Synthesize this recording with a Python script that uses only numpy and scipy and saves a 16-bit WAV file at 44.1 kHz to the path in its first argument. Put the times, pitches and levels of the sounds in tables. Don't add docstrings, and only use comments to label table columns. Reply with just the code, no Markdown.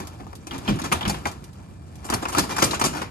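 import sys
import numpy as np
from scipy import signal
from scipy.io import wavfile

SR = 44100
rng = np.random.default_rng(int(sys.argv[2]) if len(sys.argv) > 2 else 0)


def inscribe(sig):
    pcm = np.round(np.clip(np.atleast_2d(sig).T, -1, 1) * 32767)
    wavfile.write(sys.argv[1], SR, pcm.astype(np.int16))


N = 136710

# frequency in Hz, relative density in dB.
RUMBLE_SPECTRUM = [(25, -48), (50, -8), (80, 1), (110, -5.5), (160, -6), (300, -18), (600, -24.5),
                   (1400, -40), (3500, -49), (4760, -46.5), (6200, -63), (8200, -41.5), (10700, -61),
                   (14000, -72)]
# frequency in Hz, left-right correlation from 0 to 1, left minus right in dB.
STEREO_FIELD = [(39.3, 0.64, 1), (130, 0.91, -2), (404, 1, -1.5), (700, 0, 2), (1260, 0, 5.5),
                (2630, 0.77, -2.5), (3870, 0, 1), (6130, 0.25, 6), (8800, 0.092, -7.5), (11600, 0, 1.5)]
# start in seconds, force in dB in the clack, thud, clank and click
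# registers, swell time in seconds.
KNOCKS = [(0.0, -36, -36.5, -44, -45.5, 0.0019), (0.1931, -41, -34.5, -62, -88, 0.011),
          (0.266, -40.5, -48, -73, -65, 0.0019), (0.329, -39.5, -43.5, -72, -69, 0.002),
          (0.468, -41.5, -39.5, -41.5, -44.5, 0.0028), (0.5078, -37.5, -38, -35.5, -58, 0.0059),
          (0.5226, -35, -28, -36.5, -49, 0.019), (0.6486, -34, -30, -29, -55, 0.032),
          (0.6762, -29, -32.5, -26, -64, 0.0045), (0.6825, -29, -18.5, -31.5, -39.5, 0.0099),
          (0.7565, -61, -27, -70, -46.5, 0.0016), (0.787, -31.5, -44, -39.5, -42.5, 0.0056),
          (0.816, -52, -31, -33, -43, 0.0015), (0.8346, -28, -30, -31, -37.5, 0.011),
          (0.916, -20.5, -22, -21, -55, 0.0054), (0.9223, -19, -41, -27, -23.5, 0.0035),
          (1.0078, -25.5, -44, -43, -68, 0.007), (1.023, -40, -27, -34, -72, 0.004),
          (1.05, -28.5, -29, -26.5, -70, 0.0067), (1.0746, -31, -33, -33, -32, 0.0064),
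          (1.0938, -27, -33.5, -31, -28, 0.0042), (1.1415, -38.5, -37, -34.5, -52, 0.0026),
          (1.253, -22.5, -32, -35, -52, 0.0034), (1.263, -33, -34, -34.5, -38, 0.0078),
          (2.041, -35.5, -43, -45.5, -38.5, 0.011), (2.087, -33, -43, -39.5, -67, 0.0026),
          (2.0984, -26.5, -27.5, -31.5, -32, 0.0035), (2.1206, -24.5, -26, -28, -42, 0.0063),
          (2.1362, -23.5, -29.5, -30.5, -26, 0.0028), (2.2178, -29, -29.5, -37.5, -39, 0.0081),
          (2.2525, -25, -59, -33, -64, 0.002), (2.2812, -30.5, -63, -40, -36, 0.0074),
          (2.3207, -29, -45, -36, -35, 0.0063), (2.3467, -23.5, -37, -35, -36.5, 0.003),
          (2.3602, -22, -24, -24.5, -37, 0.014), (2.38, -19.5, -24, -21, -21, 0.0033),
          (2.393, -40, -20.5, -24.5, -24, 0.00073), (2.436, -30.5, -40, -47, -39.5, 0.0028),
          (2.4863, -27, -29.5, -29, -35.5, 0.017), (2.561, -25.5, -48, -33, -35, 0.004),
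          (2.58, -22, -36, -27, -33, 0.0029), (2.591, -30, -29.0, -31, -32, 0.0096),
          (2.6201, -19, -20.5, -20.5, -25, 0.003), (2.6256, -19.5, -17.5, -22.5, -24.5, 0.002),
          (2.6336, -36, -28, -24, -19.5, 0.0066), (2.7038, -32, -34.5, -29.5, -33.5, 0.0075),
          (2.73, -24.5, -31, -37, -50, 0.0027), (2.7392, -31, -38, -26, -35.5, 0.0054),
          (2.793, -25.5, -49, -42, -31, 0.0039), (2.81, -20, -30.5, -23.5, -32.5, 0.0045),
          (2.8384, -20.5, -25, -25.5, -28, 0.0025), (2.8418, -25.5, -21.5, -24, -21.5, 0.0092),
          (2.924, -25, -28, -31.5, -37.5, 0.03), (3.0134, -27.5, -32.5, -33.5, -41.5, 0.0054)]
# time in seconds, level in dB before its colour.
RATTLE_LEVEL = [(0, -43), (0.15, -54.5), (0.43, -58), (0.6, -48), (1.15, -45.5), (1.47, -58.5),
                (1.9, -59.5), (2.2, -46), (2.75, -43), (3.1, -67)]
# frequency in Hz, gain in dB.
RATTLE_COLOUR = [(200, 0.5), (1000, 2.5), (10000, -7.5)]
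# frequency in Hz, gain in dB, t60 in seconds, cabin tail in dB.
FRAME_RESPONSE = [(42.4, -22.5, 0.14, -6), (76, -15.5, 0.11, 4), (224, -8, 0.093, -2),
                  (320.7, -1.5, 0.041, -8), (462, -14.5, 0.035, 0.5), (640, -6, 0.073, -7),
                  (1200, -7, 0.04, -3.5), (1800, -12.5, 0.025, -2), (3900, -12.5, 0.05, 1),
                  (6200, -5.5, 0.019, -4), (10640, -7, 0.019, -3), (13500, -13, 0.031, -10)]
# frequency in Hz, t60 in seconds.
CABIN_DECAY = [(200, 0.4), (12000, 0.25)]
# frequency in Hz, gain in dB, t60 in seconds.
TUBE_MODES = [(910, -49, 0.077), (1740, -17, 0.07), (2382, -12, 0.13), (3253, -16, 0.08),
              (4630, -14.5, 0.04), (4906, -14, 0.025), (6320, -21, 0.067), (7020, -15.5, 0.27)]
# start in seconds, gain in dB.
TICKS = [(0.071, -32.5), (0.353, -36), (0.58, -32.5), (1.315, -35.5), (1.44, -37.5), (1.53, -47),
         (1.955, -41.5)]
# start in seconds, pitch in Hz, gain in dB.
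CLINKS = [(0.51, 3240, -29), (0.528, 2780, -37), (0.678, 3180, -23), (0.789, 1390, -31), (0.921, 2340, -17),
          (1.01, 3170, -25.5), (1.03, 3320, -26), (1.053, 3150, -23.5), (1.08, 4700, -31),
          (1.099, 4590, -22), (1.255, 2180, -20.5), (1.258, 1550, -21), (2.143, 4680, -24),
          (2.256, 1340, -23), (2.35, 1310, -18.5), (2.711, 4130, -22.5), (2.733, 1120, -22),
          (2.814, 1220, -15.5)]
# start in seconds, length in seconds,
# start pitch in Hz, end pitch in Hz, gain in dB.
JUDDERS = [(0.545, 0.041, 278.3, 262, -28.5), (0.681, 0.069, 209.2, 192, -12.5),
           (0.705, 0.033, 295, 270, -19.5), (0.719, 0.043, 134.6, 70, -18.5), (1.056, 0.11, 203, 198, -23)]
# centre of the push in seconds, push in dB, push time in seconds.
THUMPS = [(0.713, -23.5, 0.0037), (0.754, -32, 0.0011), (1.077, -24, 0.0022), (2.387, -34, 0.0038),
          (2.632, -30, 0.0051)]
# frequency in Hz, gain in dB, t60 in seconds.
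FLOOR_MODES = [(62.3, -4.5, 0.58), (100, 7.5, 0.075), (154.6, 0.5, 0.51), (201, -8.5, 0.29)]

BAND_EDGES_HZ = np.geomspace(25, 16000, 25)
RUMBLE_DB, RUMBLE_FLICKER_DB, RUMBLE_FLICKERS_PER_S = -41.5, 1, 10.12
THUD_HZ, CLACK_HZ, CLANK_HZ, CLICK_HZ = 278, 966, 3440, 8250
CONTACTS_PER_S, CONTACT_SPREAD_DB = 1200, 1
MAIN_CONTACT_DB = 1
KNOCK_REFERENCE_S = .01
RATTLE_PER_S = 430
COLOUR_SCATTER_DB, COLOUR_CHANGES_PER_S = 3, 110
JOINT_MODE_COUNT, JOINT_LOW_HZ, JOINT_HIGH_HZ = 26, 800, 11000
JOINT_DB, JOINT_T60_S = -2, .05
TICK_BAND_HZ, TICK_T60_S = (2500, 11000), 0.08
CLINK_T60_S, CLINK_SPREAD = 0.04, 0.115
JUDDER_OVERTONE_DB, JUDDER_RISE_SHARE, JUDDER_ROUGH_DB = -36, 0.17, 1.5
RIGHT_LAG_S = .00043
CEILING = .9
TOP_HZ, TOP_LOSS_DB, CUTOFF_HZ = 13290, -22.5, 16000


def from_db(db):
    return 10 ** (np.asarray(db) / 20)


def rms_one(x):
    return x / np.sqrt(np.mean(x ** 2) + 1e-20)


def unit_energy(x):
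    return x / np.sqrt(np.sum(x ** 2, axis=-1, keepdims=True) + 1e-20)


def at_hz(table, hz):
    f, *columns = np.transpose(table)
    return [np.interp(np.log(hz), np.log(f), c) for c in columns]


def dying(t, t60):
    return np.exp(-np.log(1000) * t / max(t60, 1e-3))


def linger(power, t60):
    keep = from_db(-120 / (max(t60, 1e-3) * SR))
    return signal.lfilter([1 - keep], [1, -keep], power + 1e-18)


def waver(per_s):
    return np.interp(np.arange(N) / SR * per_s, np.arange(SR // 10), rng.standard_normal(SR // 10))


def add(out, s, sound):
    start = max(int(s * SR), 0)
    out[:, start:start + sound.shape[-1]] += sound[..., :N - start]


def band_noise(low, high, size):
    alike, pan_db = at_hz(STEREO_FIELD, np.sqrt(low * high))
    alike = np.clip(alike, -1, 1)
    sides = np.array([[1], [-1]])
    sos = signal.butter(3, [low, high], "band", fs=SR, output="sos")
    settle = SR // 10
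    mid, side = signal.sosfilt(sos, rng.standard_normal((2, size + settle)))[:, settle:]
    pair = np.sqrt(1 + alike) * mid + np.sqrt(1 - alike) * side * sides
    return rms_one(pair * from_db(sides * pan_db / 2))


def contacts(shape, per_s, spread_db):
    born = rng.random(shape) < per_s / SR
    sign = np.sign(rng.random(shape) - .5)
    return born * sign * from_db(spread_db * rng.standard_normal(shape))


def struck(hz, gains, t60):
    t = np.arange(SR // 20) / SR
    waves = np.sin(2 * np.pi * (hz[:, None] * t + rng.random((2, len(hz), 1)) / 2))
    return np.sum(gains[..., None] * waves, axis=1) * dying(t, t60)


def rumble():
    out = 0
    for low, high in zip(BAND_EDGES_HZ, BAND_EDGES_HZ[1:]):
        density_db = at_hz(RUMBLE_SPECTRUM, np.sqrt(low * high))[0]
        db = density_db + RUMBLE_FLICKER_DB * waver(RUMBLE_FLICKERS_PER_S)
        out = out + band_noise(low, high, N) * np.sqrt(high - low) * from_db(db)
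    return from_db(RUMBLE_DB) * rms_one(out)


def knock_runs():
    swell_s = np.maximum(np.array(KNOCKS)[:, -1:], 1e-3)
    age = (np.arange(SR // 5) + 1) / SR / swell_s
    runs = contacts(age.shape, CONTACTS_PER_S, CONTACT_SPREAD_DB)
    main = np.argmin(np.abs(age - 1), axis=1)
    runs[np.arange(len(runs)), main] = from_db(MAIN_CONTACT_DB)
    return unit_energy(runs * age * np.exp(-age)) * np.sqrt(KNOCK_REFERENCE_S * SR)


def knock_db(knock, hz):
    _, clack, thud, clank, click, _ = knock
    centres_hz = [THUD_HZ, CLACK_HZ, CLANK_HZ, CLICK_HZ]
    return np.interp(np.log(hz), np.log(centres_hz), [thud, clack, clank, click])


def loose_rattle():
    level_db = np.interp(np.arange(N) / SR, *np.transpose(RATTLE_LEVEL))
    return rms_one(contacts((1, N), RATTLE_PER_S, 0)) * from_db(level_db)


def frame_force(runs):
    rattle = loose_rattle()

    def force(hz):
        out = rattle * from_db(at_hz(RATTLE_COLOUR, hz)[0])
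        for knock, run in zip(KNOCKS, runs):
            add(out, knock[0], from_db(knock_db(knock, hz)) * run)
        return out
    return force


def frame(force):
    out = 0
    for low, high in zip(BAND_EDGES_HZ[1:], BAND_EDGES_HZ[2:]):
        hz = np.sqrt(low * high)
        db, t60, tail_db = at_hz(FRAME_RESPONSE, hz)
        favour = rms_one(from_db(COLOUR_SCATTER_DB * waver(COLOUR_CHANGES_PER_S)))
        body = linger((favour * force(hz)) ** 2, t60)
        tail = from_db(tail_db) ** 2 * linger(body, at_hz(CABIN_DECAY, hz)[0])
        out = out + from_db(db) * np.sqrt(body + tail) * band_noise(low, high, N)
    return out


def joints(runs):
    out, steps = np.zeros((2, N)), np.arange(JOINT_MODE_COUNT)
    for knock, run in zip(KNOCKS, runs):
        place = (steps + rng.random(len(steps))) / len(steps)
        hz = JOINT_LOW_HZ * (JOINT_HIGH_HZ / JOINT_LOW_HZ) ** place
        pan_db = at_hz(STEREO_FIELD, hz)[1] * np.array([[1], [-1]]) / 2
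        gains = from_db(JOINT_DB + knock_db(knock, hz) + at_hz(FRAME_RESPONSE, hz)[0] + pan_db)
        ring = signal.fftconvolve(struck(hz, gains, JOINT_T60_S), run[None], axes=1)
        strength = np.linalg.norm(gains, axis=1, keepdims=True) * np.linalg.norm(run)
        add(out, knock[0], unit_energy(ring) * strength)
    return out


def tubes(force):
    t, out = np.arange(SR // 2) / SR, 0
    for hz, db, t60 in TUBE_MODES:
        wave = np.sin(2 * np.pi * (hz * t + rng.random((2, 1)) / 2))
        ring = unit_energy(wave * dying(t, t60))
        out = out + from_db(db) * signal.fftconvolve(force(hz), ring, axes=1)[:, :N]
    return out


def ticks():
    out, t = np.zeros((2, N)), np.arange(SR // 10) / SR
    sos = signal.butter(1, TICK_BAND_HZ, "band", fs=SR, output="sos")
    for s, db in TICKS:
        crack = signal.sosfilt(sos, rng.standard_normal((2, len(t))))
        add(out, s, from_db(db) * crack * dying(t, TICK_T60_S))
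    return out


def clinks():
    out = np.zeros((2, N))
    for s, hz, db in CLINKS:
        modes = hz * (1 + CLINK_SPREAD * np.array([-1, 0, 1]) * rng.uniform(0.65, 1, 3))
        gains = from_db(db) * np.array([.5, 1, .5])
        add(out, s, struck(modes, gains, CLINK_T60_S))
    return out


def judders():
    out = 0
    for s, length, start_hz, end_hz, db in JUDDERS:
        u = np.clip((np.arange(N) / SR - s) / length, 0, 1)
        pitch_hz = start_hz + (end_hz - start_hz) * u ** 2
        phase = 2 * np.pi * np.cumsum(pitch_hz) / SR + 2 * np.pi * rng.random()
        rough = from_db(JUDDER_ROUGH_DB * waver(start_hz / 2))
        swell = np.minimum(u / JUDDER_RISE_SHARE, 1) * (1 - u) * rough
        tone = np.sin(phase) + from_db(JUDDER_OVERTONE_DB) * np.sin(2 * phase)
        out = out + from_db(db) * swell * tone
    return out


def floor_thumps():
    t, push = np.arange(N) / SR, np.zeros(N)
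    for s, db, push_s in THUMPS:
        pulse = np.exp(-np.pi * ((t - s) / push_s) ** 2)
        push += from_db(db) * pulse / pulse.sum()
    t = t[:SR // 2]
    boom = sum(from_db(db) * np.cos(2 * np.pi * hz * t) * dying(t, t60) for hz, db, t60 in FLOOR_MODES)
    return signal.fftconvolve(push, boom)[:N]


def scene():
    runs = knock_runs()
    force = frame_force(runs)
    stretcher = frame(force) + joints(runs) + tubes(force) + ticks() + clinks() + judders()
    left, right = rumble() + stretcher + floor_thumps()
    lag = round(RIGHT_LAG_S * SR)
    return np.array([left, np.pad(right, (lag, 0))[:N]])


def record(dry):
    dry = CEILING * np.tanh(dry / CEILING)
    shelf = signal.ellip(8, .5, 60, min(TOP_HZ, CUTOFF_HZ), fs=SR, output="sos")
    dull = signal.sosfilt(shelf, dry)
    cut = signal.cheby2(12, 70, CUTOFF_HZ + 1000, fs=SR, output="sos")
    return signal.sosfilt(cut, dull + from_db(TOP_LOSS_DB) * dry)


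dry = scene()
out = record(dry)
inscribe(out)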